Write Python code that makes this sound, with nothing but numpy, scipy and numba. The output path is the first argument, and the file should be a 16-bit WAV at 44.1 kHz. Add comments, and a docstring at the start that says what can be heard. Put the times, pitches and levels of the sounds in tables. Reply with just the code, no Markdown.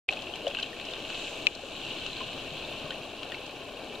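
"""A shallow river, where an angler lifts a fish from a landing net close to a hand-held camera.
The current is a wash of countless small bubbles. Water patters off fish and net in two swells,
with single pinging drops and the plops of larger bubbles.
Two sharp handling knocks ring the camera case, and its gain control ducks after them."""
import sys
import numpy as np
from scipy import signal
from scipy.fft import rfft, irfft
from scipy.io import wavfile
from scipy.ndimage import uniform_filter1d
from numba import njit

SR = 44100
rng = np.random.default_rng(int(sys.argv[2]) if len(sys.argv) > 2 else 0)


def generate_wav(signal):
    """Clip the signal to [-1, 1] and save it as 16-bit WAV at the path in sys.argv[1]."""
    frames = np.transpose(np.atleast_2d(signal))
    scaled = np.clip(frames, -1, 1) * 32767
    pcm = np.round(scaled).astype(np.int16)
    wavfile.write(sys.argv[1], SR, pcm)


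N = 176400
BUBBLE_RISE = 0.15  # share of pitch gained as a bubble dies away


def undb(db):
    """Decibels to gain."""
    return 10 ** (np.asarray(db) / 20)


def unit(x):
    """Scale to rms 1."""
    return x / np.sqrt(np.mean(x ** 2))


def envelope(rows):
    """Gain over time from (s, dB) points."""
    return undb(np.interp(np.arange(N) / SR, *np.array(rows).T))


def per_bin(rows):
    """(Hz, value) points interpolated over log frequency to every FFT bin."""
    hz, value = np.array(rows, float).T
    return np.interp(np.log(np.arange(N // 2 + 1) * SR / N + 1), np.log(hz), value)


def colour(x, rows):
    """Minimum-phase filter of the given (Hz, dB) shape, unit power gain."""
    cepstrum = irfft(np.log(unit(undb(per_bin(rows)))), N)
    cepstrum[1:N // 2] *= 2
    cepstrum[N // 2 + 1:] = 0
    return irfft(rfft(x) * np.exp(rfft(cepstrum)), N)


def pan(left_over_right_db):
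    """Left and right gains."""
    return undb(np.array([[left_over_right_db], [-left_over_right_db]]) / 2)


def flicker(rate_hz, rms_db):
    """Smooth random gain around 1."""
    hold = int(SR / rate_hz)
    steps = np.repeat(rng.standard_normal(N // hold + 1), hold)
    smooth = uniform_filter1d(uniform_filter1d(steps, hold), hold)
    return undb(rms_db * unit(smooth[:N]))


def add(out, start_s, sound):
    """Mix a short sound in at start_s."""
    i = int(start_s * SR)
    out[:, i:i + sound.shape[-1]] += sound[..., :N - i]


def ring(t, hz, t60_s, attack_s, rise=0):
    """Damped sine; pitch gains the share `rise` per t60."""
    t = np.maximum(t, 0)
    phase = 2 * np.pi * hz * (t + rise * t * t / (2 * t60_s))
    return np.sin(phase) * np.exp(-np.log(1000) * t / t60_s) * (1 - np.exp(-t / attack_s))


def stereo(source):
    """Two draws of source() as mid and side: alike in the bass, apart in the treble, leaning left."""
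    # Each row: frequency in Hz, left-right correlation before clipping.
    likeness = [(60, 1.1), (130, 0.7), (300, 2), (1400, 0.84), (3000, 0.8), (4500, .5), (7000, 0.21),
                (15000, -0.45)]
    # Each row: frequency in Hz, left over right in dB.
    lean_db = [(40, 4.5), (700, 4), (1300, 4), (2400, 0), (3000, 2), (4400, 4), (8000, 0), (15000, 0.5)]
    correlation = np.clip(per_bin(likeness), 0, 0.97)
    mid = rfft(source()) * np.sqrt((1 + correlation) / 2)
    side = rfft(source()) * np.sqrt((1 - correlation) / 2)
    lean = undb(per_bin(lean_db) / 2)
    return irfft(np.array([(mid + side) * lean, (mid - side) / lean]), N)


@njit
def sum_bubbles(start_sample, hz, cycles, size, rise):
    """Each bubble rings as a short, rising, damped sine."""
    out = np.zeros(N)
    for k in range(len(hz)):
        first, length = int(start_sample[k]), int(cycles[k] * SR / hz[k])
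        phasor = size[k] * np.sqrt(hz[k] / cycles[k]) + 0j
        omega = 2 * np.pi * hz[k] / SR
        step = np.exp(1j * omega - 6 / length)
        glide = np.exp(1j * omega * rise / length)
        for i in range(first, min(N, first + length)):
            out[i] += phasor.imag
            phasor *= step
            step *= glide
    return out


def swarm(count, low_hz, high_hz, cycles, spread_db):
    """Bubbles of random time, pitch and strength; flat spectrum between the edges, rms 1."""
    when, pitch, life, rank = rng.random((count, 4)).T
    hz = low_hz * (high_hz / low_hz) ** pitch
    strength = undb(-spread_db * np.log(rank + 0.005))
    return unit(sum_bubbles(when * N, hz, cycles * (0.5 + life), strength * np.sqrt(hz), BUBBLE_RISE))


def river():
    """Small bubbles and longer-ringing eddy gurgles over the smooth wash of farther water."""
    # Current spectrum. Each row: frequency in Hz, relative density in dB.
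    spectrum = [(15, -29.5), (25, -2.5), (80, -5), (130, -3), (195, -6), (255, -1), (350, 0), (520, -1),
                (640, 0.5), (780, -4), (900, -4), (1060, -5.5), (1300, -14), (1580, -10), (1800, -12),
                (1950, -22.5), (2100, -24.5), (2320, -5), (2700, -3.5), (3450, -12.5), (4000, -10.5),
                (4800, -20.5), (7000, -26), (9000, -28.5), (15500, -35.5)]
    # Current as the camera turns. Each row: time in seconds, level in dB.
    level = [(0, -41), (1.3, -40.5), (2.0, -42), (2.8, -40.5), (3.4, -41), (4.0, -42)]

    def current():
        fine = swarm(count=24000, low_hz=179.3, high_hz=14000, cycles=17.6, spread_db=3)
        gurgle = swarm(count=420, low_hz=219.3, high_hz=1194, cycles=27, spread_db=2.2)
        wash = rng.standard_normal(N)
        return colour(fine + undb(-19.17) * gurgle + undb(-0.5) * wash, spectrum)
    return unit(stereo(current)) * envelope(level) * flicker(rate_hz=9, rms_db=0.5)


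def hand_rumble():
    """The hand turning the camera makes a faint rumble and soft bumps."""
    # Rumble spectrum. Each row: frequency in Hz, relative density in dB.
    spectrum = [(25, -7), (70, -4), (135, 2), (200, -6.5), (330, -4), (500, -16.5), (900, -37.5)]
    # Rumble. Each row: time in seconds, level in dB.
    level = [(1.4, -63), (1.9, -52.5), (2.6, -53.5), (3.0, -60), (3.3, -68)]
    # Each row: start in seconds, pitch in Hz, level in dB.
    bumps = [(2.262, 137, -35), (2.516, 156, -32), (2.84, 140, -32.5)]
    t = np.arange(SR // 6) / SR
    out = stereo(lambda: colour(rng.standard_normal(N), spectrum)) * envelope(level)
    for start_s, hz, db in bumps:
        add(out, start_s, undb(db) * pan(4) * ring(t, hz, t60_s=0.083, attack_s=0.0032))
    return out


def case_knocks():
    """Hard knocks ring the camera case, which passes little bass; each rebounds once."""
    # Each row: start in seconds, gain in dB, left over right in dB, left lag in seconds,
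    # low-pass edge in Hz, rebound delay in seconds, rebound gain in dB.
    knocks = [(.0890, 1, -0.5, -.00003, 3000, .0052, -10), (1.4690, 3.5, 8.5, .0001, 7500, .0036, -11.5)]
    # Case resonances. Each row: frequency in Hz, gain in dB, t60 in seconds.
    modes = [(2537, -2, 0.0096), (2940, -7, 0.0047), (3480, -11, 0.0037), (6940, -24.5, 0.0036)]
    contact_s, thud_db = 0.00029, -10
    t, out = np.arange(SR // 6) / SR, np.zeros((2, N))
    highpass = signal.butter(4, 1990, "high", fs=SR, output="sos")
    for start_s, db, side_db, lag_s, bright_hz, rebound_s, rebound_db in knocks:
        t_stereo = t - np.array([[lag_s], [-lag_s]]) / 2
        ringing = sum(undb(mode_db) * ring(t_stereo, hz, t60_s, contact_s) for hz, mode_db, t60_s in modes)
        case = signal.sosfilt(signal.butter(4, bright_hz, fs=SR, output="sos"), ringing)
        knock = undb(db) * pan(side_db) * (signal.sosfilt(highpass, case) + undb(thud_db) * case)
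        add(out, start_s, knock)
        add(out, start_s + rebound_s, undb(rebound_db) * knock)
    return out


def plops():
    """Larger air pockets ring and climb in pitch as they surface."""
    # Each row: start in seconds, pitch in Hz, level in dB, t60 in seconds.
    bubbles = [(.092, 762, -27.5, .03), (.129, 703, -29.5, 0.044), (.446, 476, -31.5, 0.088),
               (.455, 513, -32, 0.055), (.4675, 545, -22, .11), (.4685, 657, -18.5, 0.037),
               (0.584, 1560, -35.5, 0.09), (.73, 1810, -33, .025), (1.635, 520, -23.5, 0.022),
               (1.962, 330, -32.5, 0.059), (2.209, 1016, -26.5, 0.052), (2.352, 290, -36, .05),
               (2.863, 1056, -31, 0.033), (2.907, 1450, -34.5, .035), (2.919, 1790, -31, 0.023),
               (3.321, 1820, -28.5, 0.029), (3.346, 2210, -25.5, .02)]
    t, out = np.arange(SR // 6) / SR, np.zeros((2, N))
    for start_s, hz, db, t60_s in bubbles:
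        add(out, start_s, undb(db) * pan(4.6) * ring(t, hz, t60_s, attack_s=0.0011, rise=BUBBLE_RISE))
    return out


def spits():
    """Flung spray lands as short, bright noise bursts."""
    # Each row: start in seconds, level in dB.
    bursts = [(.113, -40), (.221, -42), (.357, -40), (.479, -36), (.599, -39), (.628, -36.5), (.852, -39.5),
              (.910, -41), (1.55, -37.5), (2.064, -40), (3.464, -43)]
    # Burst spectrum. Each row: frequency in Hz, relative density in dB.
    spectrum = [(2000, -20), (3800, 6), (5000, 0), (7500, -4), (9000, -17), (15000, -31)]
    decay_s = 0.004
    t, out = np.arange(SR // 10) / SR, np.zeros((2, N))
    for start_s, db in bursts:
        add(out, start_s, undb(db) * rng.standard_normal((2, len(t))) * np.exp(-t / decay_s))
    return colour(out, spectrum)


def drops():
    """Each drop striking the water makes a brief splash and a high ping."""
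    # Each row: time in seconds, ping gain in dB, pitch in Hz, left over right in dB, splash gain in dB.
    impacts = [(.107, -27, 2660, 3, -36), (0.1247, -29, 2800, 6, -32), (0.1332, -31, 3400, 7, -29.5),
               (.170, -24, 2560, 1, -43), (0.22, -35, 2830, 8, -36), (0.271, -26.5, 2670, 3, -50),
               (0.337, -22.5, 3020, 6, -46), (.358, -38, 2330, 4, -42), (0.4676, -20.5, 3010, 4, -33.5),
               (0.4768, -22.5, 3340, 6, -36), (0.5108, -28, 2820, 5, -44), (0.548, -24.5, 2600, 6, -29.5),
               (.5695, -17.5, 2810, 1, -44), (0.586, -28, 2870, 5, -30.5), (0.5951, -22.5, 2640, 1.5, -42),
               (0.626, -21.5, 4000, 5, -35), (.629, -19.5, 3070, 5, -32), (0.641, -26, 2640, 2, -46),
               (0.6613, -28, 2730, 3, -36), (0.7978, -33, 2270, 5, -33), (0.8118, -30, 2610, 1, -34.5),
               (.8679, -30, 3010, 3, -47), (0.8858, -24.5, 2780, -1, -47), (0.9351, -28, 3640, 4, -32),
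               (1.1008, -22.5, 2910, 1, -29), (1.1448, -29, 2760, 0, -31), (1.551, -29, 4150, 1, -44),
               (2.0623, -27, 3000, 2, -34), (2.131, -29, 3990, 2, -37), (2.166, -30, 4100, 2, -38),
               (2.2047, -24, 2960, 3, -33), (2.3303, -27, 2590, -1, -37), (2.6489, -29.5, 3620, 5, -47),
               (2.906, -22.5, 3100, 3, -30.5), (3.2312, -28, 2760, 3, -32), (3.3189, -24.5, 2770, 3, -30.5),
               (3.3437, -27, 2650, 1, -35), (3.953, -33.5, 3850, 11, -42)]
    # Each row: frequency in Hz, relative density in dB.
    splash_spectrum = [(300, -22), (1000, -7), (1600, -1), (2050, -10.5), (2650, 7), (3200, 1), (4200, -1),
                       (5200, -17.5), (7500, -18.5), (9500, -33.5), (15000, -43.5)]
    delay_s, splash_decay_s = 0.0005, 0.0035
    t = np.arange(SR // 10) / SR
    pings, splashes = np.zeros((2, 2, N))
    for time_s, ping_db, hz, side_db, splash_db in impacts:
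        ping = ring(t, hz, t60_s=0.02, attack_s=0.0005, rise=0.042)
        noise = rng.standard_normal((3, len(t)))  # common, left, right
        splash = (noise[0] + 0.5 * noise[1:]) * np.exp(-t / splash_decay_s)
        add(pings, time_s + delay_s, undb(ping_db) * pan(side_db) * ping)
        add(splashes, time_s + delay_s, undb(splash_db) * pan(side_db) * splash)
    return pings + undb(-1.5) * colour(splashes, splash_spectrum)


def runoff():
    """Water off fish and net: dense patter, a thin ringing dribble and fine spray above."""
    # Each row: frequency in Hz, relative density in dB.
    patter_spectrum = [(500, -19.5), (1300, -19.5), (1580, -13), (2000, -22), (2350, -8), (2600, 0.5),
                       (2950, 0.5), (3400, -6), (4100, -6), (5000, -26), (7400, -26.5), (9000, -36),
                       (15000, -54)]
    spray_spectrum = [(2500, -12), (4000, -5.5), (5500, -2), (6500, 0), (7500, 2.5), (8600, -11),
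                      (11000, -20), (15000, -28)]
    # Each row: time in seconds, level in dB.
    patter_level = [(.09, -39.5), (.2, -48), (.3, -55), (.45, -49), (.58, -44.5), (.72, -49.5), (.88, -45),
                    (1.02, -45), (1.17, -38), (1.42, -43.5), (1.58, -44.5), (1.85, -40), (2.06, -38),
                    (2.28, -42), (2.6, -42), (3.0, -48), (3.4, -47), (4.0, -71)]
    dribble_level = [(.1, -44), (.3, -49), (.45, -47), (.6, -42.5), (.75, -48.5), (.92, -46), (1.2, -45),
                     (1.6, -54), (2.2, -51), (3.2, -50), (4.0, -53)]
    spray_level = [(.1, -63), (.95, -62), (1.12, -54), (1.26, -50.5), (1.45, -56.5), (1.65, -56.5),
                   (2.0, -57), (2.5, -60), (3.2, -66)]
    patter = stereo(lambda: colour(
        swarm(count=16000, low_hz=697, high_hz=13000, cycles=9.1, spread_db=2), patter_spectrum))
    dribble = stereo(lambda: swarm(count=700, low_hz=2466, high_hz=3220, cycles=48, spread_db=2))
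    spray = stereo(lambda: colour(
        swarm(count=24000, low_hz=2970, high_hz=12700, cycles=18, spread_db=0.5), spray_spectrum))
    return (unit(patter) * envelope(patter_level) * flicker(rate_hz=35.25, rms_db=0.6)
            + unit(dribble) * envelope(dribble_level)
            + unit(spray) * envelope(spray_level))


@njit
def follow_peak(x, release_s):
    """Peak follower: instant rise, exponential fall."""
    fall = np.exp(-1 / (release_s * SR))
    out, peak = np.empty(len(x)), 0.0
    for i in range(len(x)):
        out[i] = peak
        peak = max(x[i], peak * fall)
    return out


def scene():
    """River, dripping catch and camera handling."""
    return river() + runoff() + drops() + spits() + plops() + hand_rumble() + case_knocks()


def record(dry):
    """Housing notches, gain control ducking after loud peaks, an abrupt start and a steep top cut."""
    # Microphone housing dips. 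Each row: centre in Hz, width in Hz, depth from 0 to 1.
    notches = [(942, 78, 0.85), (1700, 76, 0.76), (2409, 69, 1)]
    threshold_db, ratio, slew_s = -12, 1.57, 0.0045
    start_s, fade_s, top_hz = 0.081, 0.008, 15750
    for hz, width_hz, depth in notches:
        dry = dry - depth * signal.lfilter(*signal.iirpeak(hz, hz / width_hz, fs=SR), dry)
    peak = follow_peak(np.abs(dry).max(axis=0), release_s=0.33)
    target_gain = np.maximum(peak / undb(threshold_db), 1) ** (1 / ratio - 1)
    pole = np.exp(-1 / (slew_s * SR))
    gain = 1 + signal.lfilter([1 - pole], [1, -pole], target_gain - 1)
    fade_in = np.clip((np.arange(N) / SR - start_s) / fade_s, 0, 1)
    lowpass = signal.ellip(10, 0.2, 70, top_hz, fs=SR, output="sos")
    return signal.sosfilt(lowpass, dry * gain * fade_in)


dry = scene()
out = record(dry)
generate_wav(out)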